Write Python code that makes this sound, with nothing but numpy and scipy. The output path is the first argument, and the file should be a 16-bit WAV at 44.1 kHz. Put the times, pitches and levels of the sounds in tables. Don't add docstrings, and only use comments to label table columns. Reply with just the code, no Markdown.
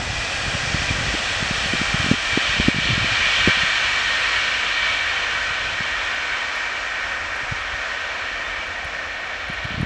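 import sys
import numpy as np
from scipy import signal
from scipy.fft import irfft, next_fast_len
from scipy.io import wavfile
from scipy.ndimage import uniform_filter1d

SR = 44100
rng = np.random.default_rng(int(sys.argv[2]) if len(sys.argv) > 2 else 0)


def convert_level_to_amplitude(level_db):
    exponent = np.asarray(level_db, float) / 20
    return 10 ** exponent


def wav_record(signal):
    frames = np.transpose(np.atleast_2d(signal))
    bounded = np.clip(frames, -1, 1)
    quanta = np.round(bounded * 32767).astype(np.int16)
    wavfile.write(sys.argv[1], SR, quanta)


N = 434385
LONG_N = N + N // 10

SPEED_M_S, TRACK_M, ABREAST_RATIO = 25, 57, 1.068

# start_s, buffeting_db
BREEZE = [(0, -29.5), (.33, -34), (.74, -31.5), (1.07, -28.5), (1.21, -33.5), (1.6, -32), (2.36, -36),
          (2.9, -29.5), (3.21, -35), (3.8, -39.5), (5.2, -42), (5.7, -40.5), (6.7, -51), (7.6, -47),
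          (8, -55), (9.6, -47), (9.8, -28), (9.85, -27)]


def curves(table):
    s, *columns = np.transpose(table)
    return [np.interp(np.arange(N) / SR, s, column) for column in columns]


def shaped(gain_at, size=N):
    n = next_fast_len(size, True)
    re, im = rng.standard_normal((2, n // 2 + 1))
    hz = np.arange(n // 2 + 1) * SR / n + 1e-3
    x = irfft((re + 1j * im) * gain_at(hz), n)[:size]
    return x / np.std(x)


def coloured(points, size=N):
    hz, db = np.transpose(points)
    return shaped(lambda f: convert_level_to_amplitude(np.interp(np.log(f), np.log(hz), db, left=-150, right=-150)), size)


def walk(rate_hz, size=N):
    hold, fine = int(SR / rate_hz), 16
    steps = np.repeat(rng.standard_normal(size // hold + 1), fine)
    slewed = 1.3 * uniform_filter1d(uniform_filter1d(steps, fine), fine)
    return np.interp(np.arange(size) * fine / hold, np.arange(len(slewed)), slewed)


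def tone(hz, waver_hz, flutter_db):
    phase = 2 * np.pi * np.cumsum(hz + waver_hz * walk(25)) / SR
    return np.sqrt(2) * convert_level_to_amplitude(flutter_db * walk(20)) * np.sin(phase)


def add(out, piece, at):
    lo, hi = max(at, 0), min(at + len(piece), len(out))
    out[lo:hi] += piece[lo - at:hi - at]


def motion():
    along_m = SPEED_M_S * np.arange(N) / SR
    range_m = np.hypot(along_m, TRACK_M)
    ratio = ABREAST_RATIO / (1 + SPEED_M_S * along_m / range_m / 343)
    return range_m - TRACK_M, ratio


def moving(x):
    return np.interp(np.cumsum(motion()[1]), np.arange(len(x)), x)


def preamp_hiss():
    # pitch_hz, level_db (per Hz)
    floor_points = [(6000, -36), (8500, -6), (10000, -1.5), (12000, -3.5), (15500, -13.5), (17000, -37)]
    return convert_level_to_amplitude(-74.5) * coloured(floor_points)


def ground_rumble():
    # pitch_hz, level_db (per Hz)
    rumble_points = [(12, -27), (22, -10), (44, 0), (54, 1), (68, -5.5), (83, 2.5), (105, -17),
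                     (135, -17.5), (250, -16), (330, -42)]
    return convert_level_to_amplitude(-44 - 3.0 + 1.7 * walk(2.75)) * coloured(rumble_points)


def camera_ticks():
    # start_s, level_db
    tick_events = [(0.2065, -53), (0.2312, -49.0), (0.3296, -54), (0.3628, -53), (1.47, -54),
                   (1.9899, -51.0), (3.2556, -51.9), (3.4235, -50), (3.9161, -50.4), (4.036, -52),
                   (4.3828, -53.4), (4.508, -62.5), (4.8031, -66), (4.915, -53), (6.049, -51),
                   (6.1085, -55.5), (6.1507, -49), (6.5598, -47), (7.0738, -65), (7.3626, -48.1),
                   (8.0624, -58.6), (8.67, -55), (8.849, -46), (9.489, -50), (9.5354, -51.6), (9.644, -53),
                   (9.8146, -47), (9.836, -54)]
    gate, t = np.zeros(N), np.arange(400) / SR
    burst = (t / 0.0007) * np.exp(1 - t / 0.00061)
    for s, db in tick_events:
        add(gate, convert_level_to_amplitude(db + 4.5) * burst, int((s - .0007) * SR))

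    def body(f):
        upper = 1 / (1 + ((f - 10700) / 900) ** 2) ** 2
        lower = 1.3 / (1 + ((f - 8800) / 1000) ** 2) ** 2
        return upper + lower

    return gate * shaped(body)


def small_eddies():
    gap_s = .024
    chance = rng.random((int(N / SR / gap_s), 4))
    s = (np.arange(len(chance)) + chance[:, 0]) * gap_s
    breeze_db = np.interp(s, *np.transpose(BREEZE)) + 30
    db = -23.5 + 2.2 * breeze_db + 15.5 * (chance[:, 1] - .5)
    hz = 100 * 2 ** (.9 * chance[:, 2] ** 2)
    cycles = 0.39 + .7 * chance[:, 3]
    return list(zip(s, db, hz, cycles))


def eddy_swing(db, hz, cycles, chance):
    t = np.arange(-1500, 1500) / SR
    bell = np.exp(-4 * np.log(2) * (t * hz / (0.96 * np.clip(cycles, .45, 3))) ** 2)
    turns = (chance[0] > .5) / 2 + 0.17 * (chance[1] - .5)
    swing = bell * np.cos(2 * np.pi * (hz * t + turns))
    kink = convert_level_to_amplitude(-12.5) * bell ** 2.2 * np.cos(2 * np.pi * (2.22 * hz * t + chance[1]))
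    swing = swing + kink
    return convert_level_to_amplitude(db) * (swing - swing.sum() * bell / bell.sum())


def wind():
    # pitch_hz, level_db (per Hz)
    buffet_points = [(12, -31), (22, -4.5), (42, 2), (55, 10), (68, 0.5), (84, 3.5), (145, -6), (250, -12),
                     (450, -16), (600, -35)]
    # start_s,
    # peak_db, pitch_hz, length_cycles
    puffs = [(.484, -18.8, 110, 1.1), (.553, -17, 109, .93), (.748, -11, 117, 0.88), (.821, -16, 112, 0.45),
             (.91, -12.5, 123, 1.15), (1.0702, -18, 120, .71), (1.1432, -9.5, 188, 0.49),
             (1.4284, -15.5, 142, .8), (1.512, -14.3, 165, .89), (1.7376, -9, 219, 0.67),
             (1.8167, -11.5, 179, 0.66), (1.946, -8.5, 144, .78), (2.0036, -15, 114, 1.1),
             (2.045, -14, 130, .6), (2.065, -12, 172, 0.58), (2.0897, -16, 119, 0.63),
             (2.1158, 0.5, 185, 0.7), (2.1387, -13, 192, 0.78), (2.376, -4, 260, 0.69),
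             (2.6018, -4.5, 147, .58), (2.685, 2.2, 208, 0.64), (2.7464, -12, 140, .5),
             (2.7645, -16, 149, 1.3), (2.7867, -10, 151, .7), (2.89, -17, 225, 0.66), (2.933, -18, 113, .9),
             (2.9798, -11, 118, 0.54), (3.0454, -13, 151, .44), (3.4767, -1.5, 186, 0.5),
             (3.6357, -20, 122, .63),
             (.106, -19.5, 102, .89), (1.66, -19, 135, 0.83), (2.3343, -25, 116, 1.4),
              (2.6493, -16, 136, .45), (2.919, -18, 105, 1.5), (3.0304, -18, 102, 1.25),
              (3.1235, -23, 107, 2), (3.5736, -21, 165, .63), (5.512, -31, 120, .96),
              (5.8085, -22.5, 156, 1), (7.437, -27, 88, 0.66), (7.523, -17, 104, 0.91),
              (7.74, -27, 60, .95), (8.852, -28, 62, 1.04), (9.5003, -21, 152, .81),
              (9.654, -19.5, 116, 1.04), (9.709, -25, 200, 1), (9.7443, -21.5, 138, 0.96),
              (9.782, -24, 90, .86), (9.808, -13.5, 126, 1.1)]
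    # start_s, peak_db, pitch_hz, length_cycles
    lobes = [
        (1.151, -20, 330, 1),
        (2.119, -20, 400, 0.65),
        (2.606, -14.5, 75.5, 0.89),
        (3.482, -6.5, 114, 0.64),
        (3.485, -13, 397, 0.94),
        (8.857, -33, 110, .7),
    ]
    out = convert_level_to_amplitude(curves(BREEZE)[0] - 3.0 + 2.5 * walk(25)) * coloured(buffet_points)
    eddies = puffs + lobes + small_eddies()
    for (s, db, hz, cycles), chance in zip(eddies, rng.random((len(eddies), 4))):
        eddy = eddy_swing(db, hz, cycles, chance)
        half = len(eddy) // 2
        add(out, eddy, int(s * SR) - half)
        rebound_s = s + (0.788 + 0.82 * chance[3]) / hz
        add(out, -convert_level_to_amplitude(-7.0 - 18 * chance[2]) * eddy, int(rebound_s * SR) - half)
    return out


def substation_hum():
    # start_s, level_db
    hum_levels = [
        (0, -52),
        (.5, -48),
        (1.4, -48),
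        (1.9, -44),
        (2.2, -48),
        (2.4, -70),
    ]
    return convert_level_to_amplitude(curves(hum_levels)[0]) * tone(803, 2.49, 1.9)


def low_drone(air, roar_db):
    # pitch_hz, level_db (per Hz)
    drone_points = [(110, -42), (180, -15), (310, -8), (380, -11.5), (520, -2.5), (650, 0), (760, -1),
                    (870, -5.5), (1000, -9), (1300, -16)]
    spreading_db = 0.66 * 10 * np.log10(1 + motion()[0] / TRACK_M)
    drone_db = -34.5 - spreading_db - roar_db
    return convert_level_to_amplitude(drone_db + 0.24 * air + 0.19 * walk(10)) * coloured(drone_points)


def contact_hiss(air):
    # pitch_hz, level_db (per Hz)
    hiss_points = [(2590, -24), (4400, -4), (4620, -2), (5580, -0.5), (7600, -10), (9880, -47.5),
                   (16700, -120)]
    # pitch_hz, level_db (per Hz)
    sheen_points = [(6500, -32), (7500, -1.5), (8200, -4), (9000, -12.5), (10200, -22), (11700, -35.5),
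                    (13500, -49)]
    hiss_db = -8.5 - 16.5 * np.log10(1 + motion()[0] / TRACK_M)
    hiss = convert_level_to_amplitude(hiss_db + 0.21 * air + 0.6 * walk(9.9)) * coloured(hiss_points)
    sheen = convert_level_to_amplitude(1.7 * hiss_db - 5.0 + .4 * air + 0.87 * walk(15)) * coloured(sheen_points)
    return hiss + sheen


def rolling_roar(air, open_db):
    # pitch_hz, level_db (per Hz)
    roar_points = [(500, -51), (850, -21), (927, -14.5), (1010, -10.5), (1430, -5.5), (1480, -9),
                   (1560, -1.5), (1610, -6.5), (1830, -1.5), (1890, -4.5), (2040, -10), (2300, -4),
                   (2700, -14), (3510, -35), (5940, -120)]
    # pitch_hz, level_db (per Hz)
    upper_points = [(1530, -27), (2600, -2), (3140, -1.5), (3950, -8), (4230, -5.5), (4600, -15.5),
                    (5980, -29), (10100, -120)]
    roar = convert_level_to_amplitude(-2.0 + 0.45 * air + 0.3 * walk(14)) * moving(coloured(roar_points, LONG_N))
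    upper_gain = convert_level_to_amplitude(open_db - 1.15 + 0.25 * air + 0.45 * walk(12))
    return roar + upper_gain * moving(coloured(upper_points, LONG_N))


def wheel_ring(pitches, family):
    ring = np.zeros(LONG_N)
    for hz, (width_hz, db) in zip(pitches, family):
        mode = shaped(lambda f: 1 / (1 + ((f - hz) / width_hz * 2) ** 2), LONG_N)
        ring += convert_level_to_amplitude(db + 1.6 * walk(7, LONG_N)) * mode
    return moving(ring)


def singing_wheels():
    # start_s, level_db (relative to the roar)
    motor_levels = [(0, -8), (.9, -1), (1.4, -4), (2.5, -15), (3.1, -7), (3.8, -1), (4.9, 2.5), (6.2, 3),
                    (7, 2.5), (9.85, -1)]
    # start_s, level_db (relative to the roar)
    sing_levels = [(0, -4), (.25, 5.5), (.6, -2.5), (.9, 2), (1.4, -3), (1.9, -1.5), (2.5, 3.5),
                   (3.15, 5.5), (3.5, 6.5), (3.75, -1), (4.9, 3), (5.6, 0), (6.3, 0.5), (6.8, -4),
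                   (7.7, -6), (8.55, 1), (9.1, -7), (9.5, 0.5), (9.85, -5)]
    mode_pitches = [
        [1290, 1605, 1830, 1895],
        [2232, 2310, 2400, 2490],
        [2826, 2715, 3040, 3085, 3230, 3350, 3552, 3760, 3985, 4200],
    ]
    # width_hz, level_db
    mode_shapes = [
        [(30, -23.5), (20, -22), (60, -13), (60, -13.5)],
        [(25, -15.5), (80, -17), (40, -18), (40, -20.5)],
        [(30, -21), (20, -28.5), (60, -18), (25, -20.5), (30, -25), (20, -27), (25, -22.5), (20, -39),
         (20, -33), (50, -32.5)],
    ]
    away_m, ratio = motion()
    motor_db, sing_db = curves(motor_levels)[0], curves(sing_levels)[0]
    abreast_db = 11 * (ratio - 1) / (ABREAST_RATIO - 1)
    low_db = 0.21 * sing_db + 1.6 - abreast_db
    middle_db = sing_db + .3
    high_db = 0.9 * sing_db + 3.0 - .6 * abreast_db - .03 * away_m
    low_whines = convert_level_to_amplitude(-26.5) * tone(953 * ratio, 6, 3.6) + convert_level_to_amplitude(-16.0) * tone(1514 * ratio, 6.02, 3.5)
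    out = convert_level_to_amplitude(motor_db) * low_whines
    out = out + convert_level_to_amplitude(sing_db - 14.5) * tone(2305 * ratio, 8.01, 3.46)
    for pitches, family, family_db in zip(mode_pitches, mode_shapes, (low_db, middle_db, high_db)):
        out = out + convert_level_to_amplitude(family_db) * wheel_ring(pitches, family)
    return out


def train():
    # start_s, roar_db, open_db (how openly the wheels face the microphone)
    passing = [(0, -28, -4), (.6, -26, -4), (1.2, -25, -2.5), (2, -23, -3.5), (2.5, -23.5, -2),
               (2.9, -23.5, -0.5), (3.5, -21, -2), (4.4, -22, -4), (4.8, -23.5, -2), (5.2, -24, -5),
               (6.1, -24.5, -6.5), (7.2, -26, -10.5), (7.7, -26.5, -8.5), (8, -26.5, -7), (8.4, -27.5, -8),
               (8.9, -28.5, -9), (9.85, -29.5, -6)]
    roar_db, open_db = curves(passing)
    air = walk(11)
    rolling = rolling_roar(air, open_db) + low_drone(air, roar_db) + contact_hiss(air)
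    return convert_level_to_amplitude(roar_db) * (rolling + singing_wheels()) + substation_hum()


def scene():
    mono = preamp_hiss() + ground_rumble() + camera_ticks() + wind() + train()
    return np.array([mono, mono])


def band_limit(x):
    return signal.sosfilt(signal.butter(12, 15200, fs=SR, output="sos"), x)


def record(dry):
    over = np.clip(np.abs(dry[0]) - .55, 0, .25)
    for lag_s in (.018, .028, .035):
        keep = np.exp(-1 / (lag_s * SR))
        over = signal.lfilter([1 - keep], [1, -keep], over)
    mix = np.clip(dry * convert_level_to_amplitude(-1700 * over), -1, 1)
    return band_limit(mix)


dry = scene()
out = record(dry)
wav_record(out)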